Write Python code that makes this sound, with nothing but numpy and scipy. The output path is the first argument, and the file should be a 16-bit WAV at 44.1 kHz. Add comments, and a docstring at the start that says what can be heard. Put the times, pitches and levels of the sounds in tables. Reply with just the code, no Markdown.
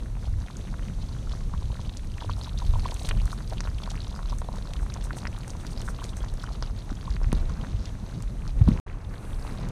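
"""Thick stew boiling over a spirit flame

A pot of stew boils close by: plops and spits are swelling sine tones over a wash of filtered noise.
Fingers crinkle a paper sachet above it: noise bursts and swishes shaped by three resonances.
Wind, flame flutter and low knocks rumble beneath: lumpy low-passed noise and short low tones.
Near the end the sound drops to silence for a moment, then returns."""
import sys
import numpy as np
from scipy import signal
from scipy.fft import rfft, irfft, next_fast_len
from scipy.io import wavfile
from scipy.ndimage import uniform_filter1d, map_coordinates

SR = 44100
rng = np.random.default_rng(int(sys.argv[2]) if len(sys.argv) > 2 else 0)


def boost(x):
    """Linear amplitude factor 10**(x/20) for a level x in decibels (scalar or array-like)."""
    u = np.asarray(x, float) / 20
    return 10 ** u


def wrap_up_sound(samples):
    """Save the sound to the file named by the first command line argument, as 16-bit audio."""
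    columns = np.atleast_2d(samples).T
    # keep every value between -1 and 1, then stretch to whole-number steps
    tamed = np.clip(columns, -1, 1)
    steps = np.round(tamed * 32767).astype(np.int16)
    wavfile.write(sys.argv[1], SR, steps)


N = 428211
T = np.arange(N) / SR  # s


def unit(x):
    """Normalisation: the signal is scaled to rms 1."""
    return x / np.sqrt(np.mean(x ** 2) + 1e-20)


def curves(rows):
    """Linear interpolation: one value per sample for each column after the time."""
    s, *columns = np.transpose(rows)
    return [np.interp(T, s, column) for column in columns]


def wobble(rate):
    """Spline interpolation of random knots, rate of them a second, gives a smooth random curve."""
    knots = rng.standard_normal(int(N * rate / SR) + 4)
    return map_coordinates(knots, [T * rate])


def noise():
    """White noise: independent Gaussian samples carry equal power at every frequency."""
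    return rng.standard_normal(N)


def filtered(x, response):
    """Linear filtering: the spectrum is multiplied by a complex response of frequency."""
    size = next_fast_len(N + SR // 4)
    hz = np.fft.rfftfreq(size, 1 / SR)
    return irfft(rfft(x, size) * response(hz), size)[:N]


def coloured(x, spectrum):
    """Spectral shaping: x through (Hz, dB) points read on a log frequency axis, rms 1."""
    f, db = np.transpose(spectrum)

    def response(hz):
        return boost(np.interp(np.log(hz + 1), np.log(f), db, -120, -120))

    return unit(filtered(x, response))


def bubbles(s, db, hz, cycles, rough):
    """Damped oscillation: tones swell for some cycles and die; pitch climbs, rough ones lose their beat."""
    s, db, hz, cycles, rough = (np.reshape(v, (-1, 1)) for v in (s, db, hz, cycles, rough))
    start = np.floor(s * SR).astype(int)
    k = np.arange(int(min(8 * np.max(cycles / hz), .05) * SR))  # samples, 50 ms at most
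    turns = np.maximum((start + k) / SR - s, 0) * hz
    age = turns / cycles  # 1 at the peak of the swell
    steps = uniform_filter1d(rng.standard_normal(age.shape), size=8, axis=1)
    drift = rough * np.sqrt(hz / SR) * np.cumsum(steps, axis=1)  # random walk of phase
    swell = (age * np.exp(1 - age)) ** 1.5
    tones = boost(db) * swell * np.sin(2 * np.pi * (turns * (1 + .02 * age) + drift))
    return np.bincount((start + k).ravel(), tones.ravel(), N + SR)[:N]


def swarm(surge, count, mid_hz, spread, cycles, rough, scatter_db):
    """Random superposition: many faint bubbles crowd in the surges, a few of them larger; rms 1."""
    crowd = np.cumsum(boost(2.5 * surge))
    s = np.interp(rng.random(count) * crowd[-1], crowd, T)
    hz = mid_hz * np.exp(spread * np.clip(rng.standard_normal(count), -2, 2))
    life = cycles * np.exp(.4 * np.clip(rng.standard_normal(count), -2, 2))
    db = scatter_db * np.minimum(rng.exponential(size=count), 3)
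    return unit(bubbles(s, db, hz, life, rough))


# Gusts and a lull: middle t/s, half length/s, change of level/dB
WIND_CHANGES = [(0.127, 0.033, 3), (0.334, 0.11, 6.5), (1.637, 0.15, 6), (2.312, 0.047, 7),
                (2.779, 0.11, 10.5), (3.096, 0.047, 6.5), (3.222, 0.063, 14), (7.27, 0.21, 8.5),
                (7.76, .04, 5.5), (8.651, 0.13, 12.5), (9.301, 0.57, -2.5)]
# Spectral shape of wind noise: f/Hz, relative level per hertz/dB
WIND_SPECTRUM = [(12, -43), (26, 1.5), (40, 1.7), (60, -3.5), (110, -12), (160, -24.5), (300, -54)]


def wind():
    """Turbulent pressure: low noise buffets the microphone; gusts raise its level and a lull lowers it."""
    steady_db, edge = -31.5, 3.5  # steady level, dB rms; steepness of each rise and fall
    change_db = sum(db * np.exp(-np.abs((T - s) / half) ** edge) for s, half, db in WIND_CHANGES)
    lumps = boost(1.7 * wobble(18))
    return boost(steady_db + change_db) * coloured(lumps * noise(), WIND_SPECTRUM)


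# Course of the flame: t/s, level/dB
FLAME_LEVEL = [(0, -40), (1, -38.5), (1.45, -42), (1.65, -39.5), (2.2, -41), (6.3, -40.5), (7.05, -41),
               (7.3, -38.5), (8.4, -39), (8.6, -35), (8.7, -26.5), (8.79, -34), (8.87, -44.5), (9.3, -42),
               (9.71, -36)]
# Spectral shape of flame noise: f/Hz, relative level per hertz/dB
FLAME_SPECTRUM = [(50, -47), (100, 2), (195, -4), (260, -12), (370, -20), (700, -28.5)]


def flame():
    """Amplitude modulation: the burner's flame is low noise whose strength flutters at random."""
    flutter = boost(2.6 * wobble(25))
    return boost(curves(FLAME_LEVEL)[0]) * coloured(flutter * noise(), FLAME_SPECTRUM)


# Handling knocks: t/s, peak level/dB, f/Hz, swell/cycles (held to 0.2-3)
KNOCKS = [(1.539, -24, 129, 0.44), (6.917, -26.5, 232, 0.71), (7.329, -11, 145, 0.18),
          (8.612, -6, 93, 0.56), (8.671, -11, 109, 0.53), (8.685, -5.5, 182, 0.55)]


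def knocks():
    """Impulse excitation: each handling knock is a low tone that swells and dies within 50 ms."""
    s, db, hz, cycles = np.transpose(KNOCKS)
    return bubbles(s, db, hz, np.clip(cycles, .2, 3), rough=0)


# Resonances of the paper: f/Hz, width/Hz, gain at the centre/dB
PAPER_RESONANCES = [(6400, 2600, 7), (8120, 2150, 6), (11800, 2500, -20)]


def paper_response(hz):
    """Resonance: the sheet answers as a sum of band-passes, each applied twice."""
    return sum(boost(db) * (1j * hz * width / (centre * centre - hz * hz + 1j * hz * width)) ** 2
               for centre, width, db in PAPER_RESONANCES)


# Paper creases: t/s, burst level before the resonances/dB
CREASES = [(2.586, -46), (2.942, -33.5), (3.032, -37), (3.059, -44), (3.088, -30.5), (3.255, -35.5),
           (3.497, -41), (4.3847, -36), (4.5582, -43), (4.7357, -40), (4.94, -41), (5.04, -39),
           (5.1703, -40), (5.3868, -37.5), (5.479, -38), (5.6686, -41), (5.8158, -36), (6.168, -37),
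           (6.3385, -40), (6.4344, -41), (7.3279, -29.5), (8.2228, -59), (8.6875, -41)]
# Finger slides on the paper: middle t/s, rms level at the middle/dB
SLIDES = [(2.39, -55), (3.0, -51), (3.062, -48), (3.33, -51), (4.4, -55), (4.83, -55), (5.05, -49.5),
          (5.18, -46.5), (5.5, -53), (5.61, -55), (5.72, -51), (5.86, -51), (5.9, -49), (6.05, -52),
          (6.099, -55), (6.18, -51)]


def sachet():
    """Excitation and resonance: creases snap as brief noise bursts, slides swish; both ring in the paper."""
    snaps = np.zeros(N)
    age = np.arange(SR // 100) / SR / 0.00067  # 1 at the burst's peak, 0.67 ms after its start
    for s, db in CREASES:
        burst = age * np.exp(1 - age) * rng.standard_normal(len(age))
        snaps[round(s * SR):][:len(age)] += boost(db) * burst
    slide = sum(boost(db) * np.exp(-.5 * ((T - s) / 0.012) ** 2) for s, db in SLIDES)
    return filtered(snaps, paper_response) + slide * unit(filtered(noise(), paper_response))


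# Noise of the boil before its surges: t/s, simmer level/dB, sizzle level/dB, steam hiss level/dB
BOIL_LEVELS = [(0, -55, -61.5, -66.5), (1.3, -53.5, -57.5, -66), (2.4, -53, -59, -65),
               (3.05, -48.5, -55, -60), (3.6, -53, -58.5, -65), (5.9, -50, -59.5, -65),
               (6.4, -52, -59.5, -67), (7.25, -53, -61, -67.5), (7.38, -46.5, -58.5, -66),
               (7.8, -51.5, -59, -68), (8.5, -54, -63.5, -67.5), (8.75, -46, -57.5, -66),
               (8.87, -48.5, -66.5, -75), (9.05, -50.5, -66, -70), (9.3, -47, -61.5, -59.5),
               (9.5, -46, -60, -61.5), (9.71, -46, -60, -71)]
# Spectral shapes of the three noises: f/Hz, relative level per hertz/dB
SIMMER_SPECTRUM = [(200, 7), (370, 2.5), (650, 0), (1100, -3), (1700, -9), (2800, -14), (4000, -51)]
SIZZLE_SPECTRUM = [(1500, -7), (2800, 0.5), (3900, 5.5), (5100, -1), (6200, 5.5), (7500, -3.5), (9000, -8)]
HISS_SPECTRUM = [(5500, -56), (7500, -1), (8800, 1.5), (10100, 0.5), (11500, -7.5), (13200, -8.5),
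                 (15400, -20), (16000, -75)]
# How far the faint bubbles stand out: t/s, plops level/dB, spits and fizz level/dB
BUBBLE_BALANCE = [(1.2, -2.5, -4), (2.1, -1, 1.5), (4.1, 1, 3), (4.6, 0, 1), (7.2, -2.5, 2),
                  (8, -6.5, -3.5), (8.8, 0.5, 0), (8.87, -7, -1.5)]


def boil_wash():
    """Superposition: smooth noise in three ranges, with a swarm of faint bubbles riding on each."""
    simmer_db, sizzle_db, hiss_db = curves(BOIL_LEVELS)
    plop_gain, spit_gain = boost(curves(BUBBLE_BALANCE))
    surge = wobble(22)  # the boil comes in small surges shared by all sizes
    plops = swarm(surge, count=600, mid_hz=1039, spread=.42, cycles=0.6, rough=0.069, scatter_db=2.5)
    spits = swarm(surge, count=600, mid_hz=3942, spread=.16, cycles=5.0, rough=0.19, scatter_db=2.5)
    fizz = swarm(surge, count=700, mid_hz=8630, spread=0.099, cycles=4.1, rough=0.27, scatter_db=1.0)
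    simmer = coloured(noise(), SIMMER_SPECTRUM) + 0.95 * plop_gain * plops
    sizzle = coloured(noise(), SIZZLE_SPECTRUM) + 1.224 * spit_gain * spits
    hiss = coloured(noise(), HISS_SPECTRUM) + 0.46 * spit_gain * fizz
    wash = boost(simmer_db + 0.86 * surge) * simmer
    wash += boost(sizzle_db + 1.0 * surge) * sizzle
    wash += boost(hiss_db + 0.49 * surge) * hiss
    return wash


def splash(pops):
    """Convolution: drops fall back and the pot's wall answers, a noise tail decaying 60 dB in 20 ms."""
    age = np.arange(SR // 25) / SR
    rattle = rng.standard_normal(len(age)) * boost(-60 * age / 0.02) * (age > .0015)
    return boost(-7) * signal.fftconvolve(pops, rattle / np.linalg.norm(rattle))[:N]


# The loudest bubbles and spits: t/s, peak level/dB, f/Hz, swell/cycles (held to 0.3-6)
LOUD_BUBBLES = [(0.059, -38, 1500, .8), (0.474, -36, 2000, .4), (0.484, -30.5, 1700, 0.46),
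                (0.568, -35.5, 6300, 5.6), (0.7408, -29, 1250, 0.5), (0.794, -32, 1500, .4),
                (0.884, -33.5, 2100, 0.51), (1.272, -37.5, 1220, 1.1), (1.5374, -28.5, 1060, 1.1),
                (1.754, -38, 1230, 1.2), (1.794, -32, 832, 0.53), (1.8938, -34, 3460, 2.9),
                (1.9713, -24, 5070, 0.64), (2.1824, -31, 1800, .55), (2.2213, -29, 830, 1.1),
                (2.246, -27, 630, 0.35), (2.2957, -21.5, 1010, 0.77), (2.3344, -32, 3670, 1.7),
                (2.413, -31, 3970, 2.2), (2.475, -32.5, 875, .8), (2.4938, -31, 3470, 1.1),
                (2.575, -35, 3550, 6), (2.588, -25.5, 5570, 0.88), (2.6197, -30, 887, 1.5),
                (2.7374, -26.5, 870, .57), (2.756, -28, 875, 1.3), (2.796, -30, 4260, 0.87),
                (2.8555, -23.5, 974, 1.6), (2.921, -27.5, 800, 0.73), (3.0724, -27, 4000, 0.7),
                (3.09, -19.5, 2000, .31), (3.0907, -20, 6220, 0.43), (3.111, -16.5, 1500, 0.31),
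                (3.1125, -22.5, 2800, 1.4), (3.3177, -30, 3920, 1.4), (3.3293, -25.5, 1120, 0.95),
                (3.523, -26, 694, 0.86), (3.5816, -27, 3177, 0.8), (3.6055, -21, 1390, 0.24),
                (3.606, -20.5, 5100, 1.02), (3.6735, -26.5, 1090, 0.51), (3.865, -37, 980, 0.41),
                (3.8759, -26.5, 880, .57), (3.9042, -23.5, 5570, 0.54), (3.916, -27, 4940, .48),
                (4.0043, -30, 3730, 1.6), (4.046, -33, 1100, .45), (4.129, -37, 826, .4),
                (4.1426, -32, 980, 0.48), (4.1912, -27, 1040, .55), (4.204, -34, 910, .45),
                (4.255, -37, 1080, 0.78), (4.3278, -27.5, 960, 0.93), (4.418, -23.5, 790, 0.34),
                (4.4877, -23.5, 730, .57), (4.539, -31, 696, 0.5), (4.654, -36, 1100, 0.82),
                (4.7357, -23.5, 3170, 0.39), (4.94, -25, 6240, 1.2), (4.9632, -28.5, 800, .38),
                (5.1073, -21.5, 1350, 0.7), (5.186, -29.5, 3560, 0.59), (5.2534, -18.5, 1470, 0.34),
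                (5.2693, -21.5, 1700, 0.61), (5.2728, -27.5, 5100, 1.9), (5.5041, -25, 5500, 0.88),
                (5.551, -34, 870, .7), (5.648, -35, 900, .8), (5.667, -26, 4450, .51),
                (5.776, -28, 4490, 0.82), (5.8787, -27.5, 1360, 0.85), (5.886, -22.5, 1290, 0.76),
                (5.9892, -32.5, 1100, 0.9), (6.042, -20.5, 4950, 0.34), (6.0183, -31, 920, 1.1),
                (6.239, -29, 900, 0.48), (6.439, -26, 1280, 0.95), (6.6248, -21.5, 970, 0.25),
                (6.6253, -22, 5040, 1.1), (6.9021, -32.5, 1210, 0.79), (7.0773, -31, 990, 1.7),
                (7.1657, -25, 1590, 0.2), (7.215, -28, 660, 0.33), (7.244, -27, 1520, 0.26),
                (7.3191, -24.5, 2000, 0.37), (7.328, -19, 770, 0.21), (7.329, -25, 3560, 0.45),
                (7.6473, -28.5, 1420, 0.45), (7.856, -30.5, 5750, 2.1), (8.2239, -25.5, 5960, 0.38),
                (8.478, -28.5, 5350, .69), (8.6778, -20.5, 735, 0.23), (8.6859, -31, 900, 0.34),
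                (8.6884, -25.5, 2780, 0.3), (8.7169, -34, 2230, 0.7), (9.048, -42, 3350, 1.7),
                (9.156, -42, 3300, 1.6), (9.18, -42, 4200, 2.2), (9.331, -39.5, 3270, 1.8),
                (9.425, -38, 4100, 1.5), (9.474, -41, 4380, 1.3), (9.51, -41, 4260, 1.7),
                (9.575, -38, 3300, 1.4), (9.5852, -32, 4000, .61), (9.688, -28, 6320, .38)]


def loud_bubbles():
    """Bubble resonance: low tones of big bubbles ring clean, small ones hiss; each brings a splash."""
    s, db, hz, cycles = np.transpose(LOUD_BUBBLES)
    rough = 0.16 * np.clip(hz / 4000 - .4, 0, 1)
    pops = bubbles(s, db, hz, np.clip(cycles, .3, 6), rough)
    return pops + splash(pops)


def scene():
    """Free field: sources close by and in the open add up directly, with no room answer."""
    background = wind() + flame() + knocks()
    return (background + sachet() + boil_wash() + loud_bubbles())[None]


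def top_cut(x):
    """Nothing passes above the cut-off."""
    return signal.sosfilt(signal.butter(12, 15820, fs=SR, output="sos"), x)


# Silence: start t/s, end t/s
SILENCE = (8.7996, 8.863)


def record(dry):
    """Low-pass and gating: the top is dull; sound cuts to silence and fades back in 3.7 ms."""
    def microphone(hz):
        return 1 / (1 + (hz / 15600) ** 16) * (hz < 15850)

    start, end = SILENCE
    gate = (T < start) + np.clip((T - end) / 0.0037, 0, 1)
    heard = filtered(dry[0], microphone) * gate
    return top_cut(heard[None])


dry = scene()
out = record(dry)
wrap_up_sound(out)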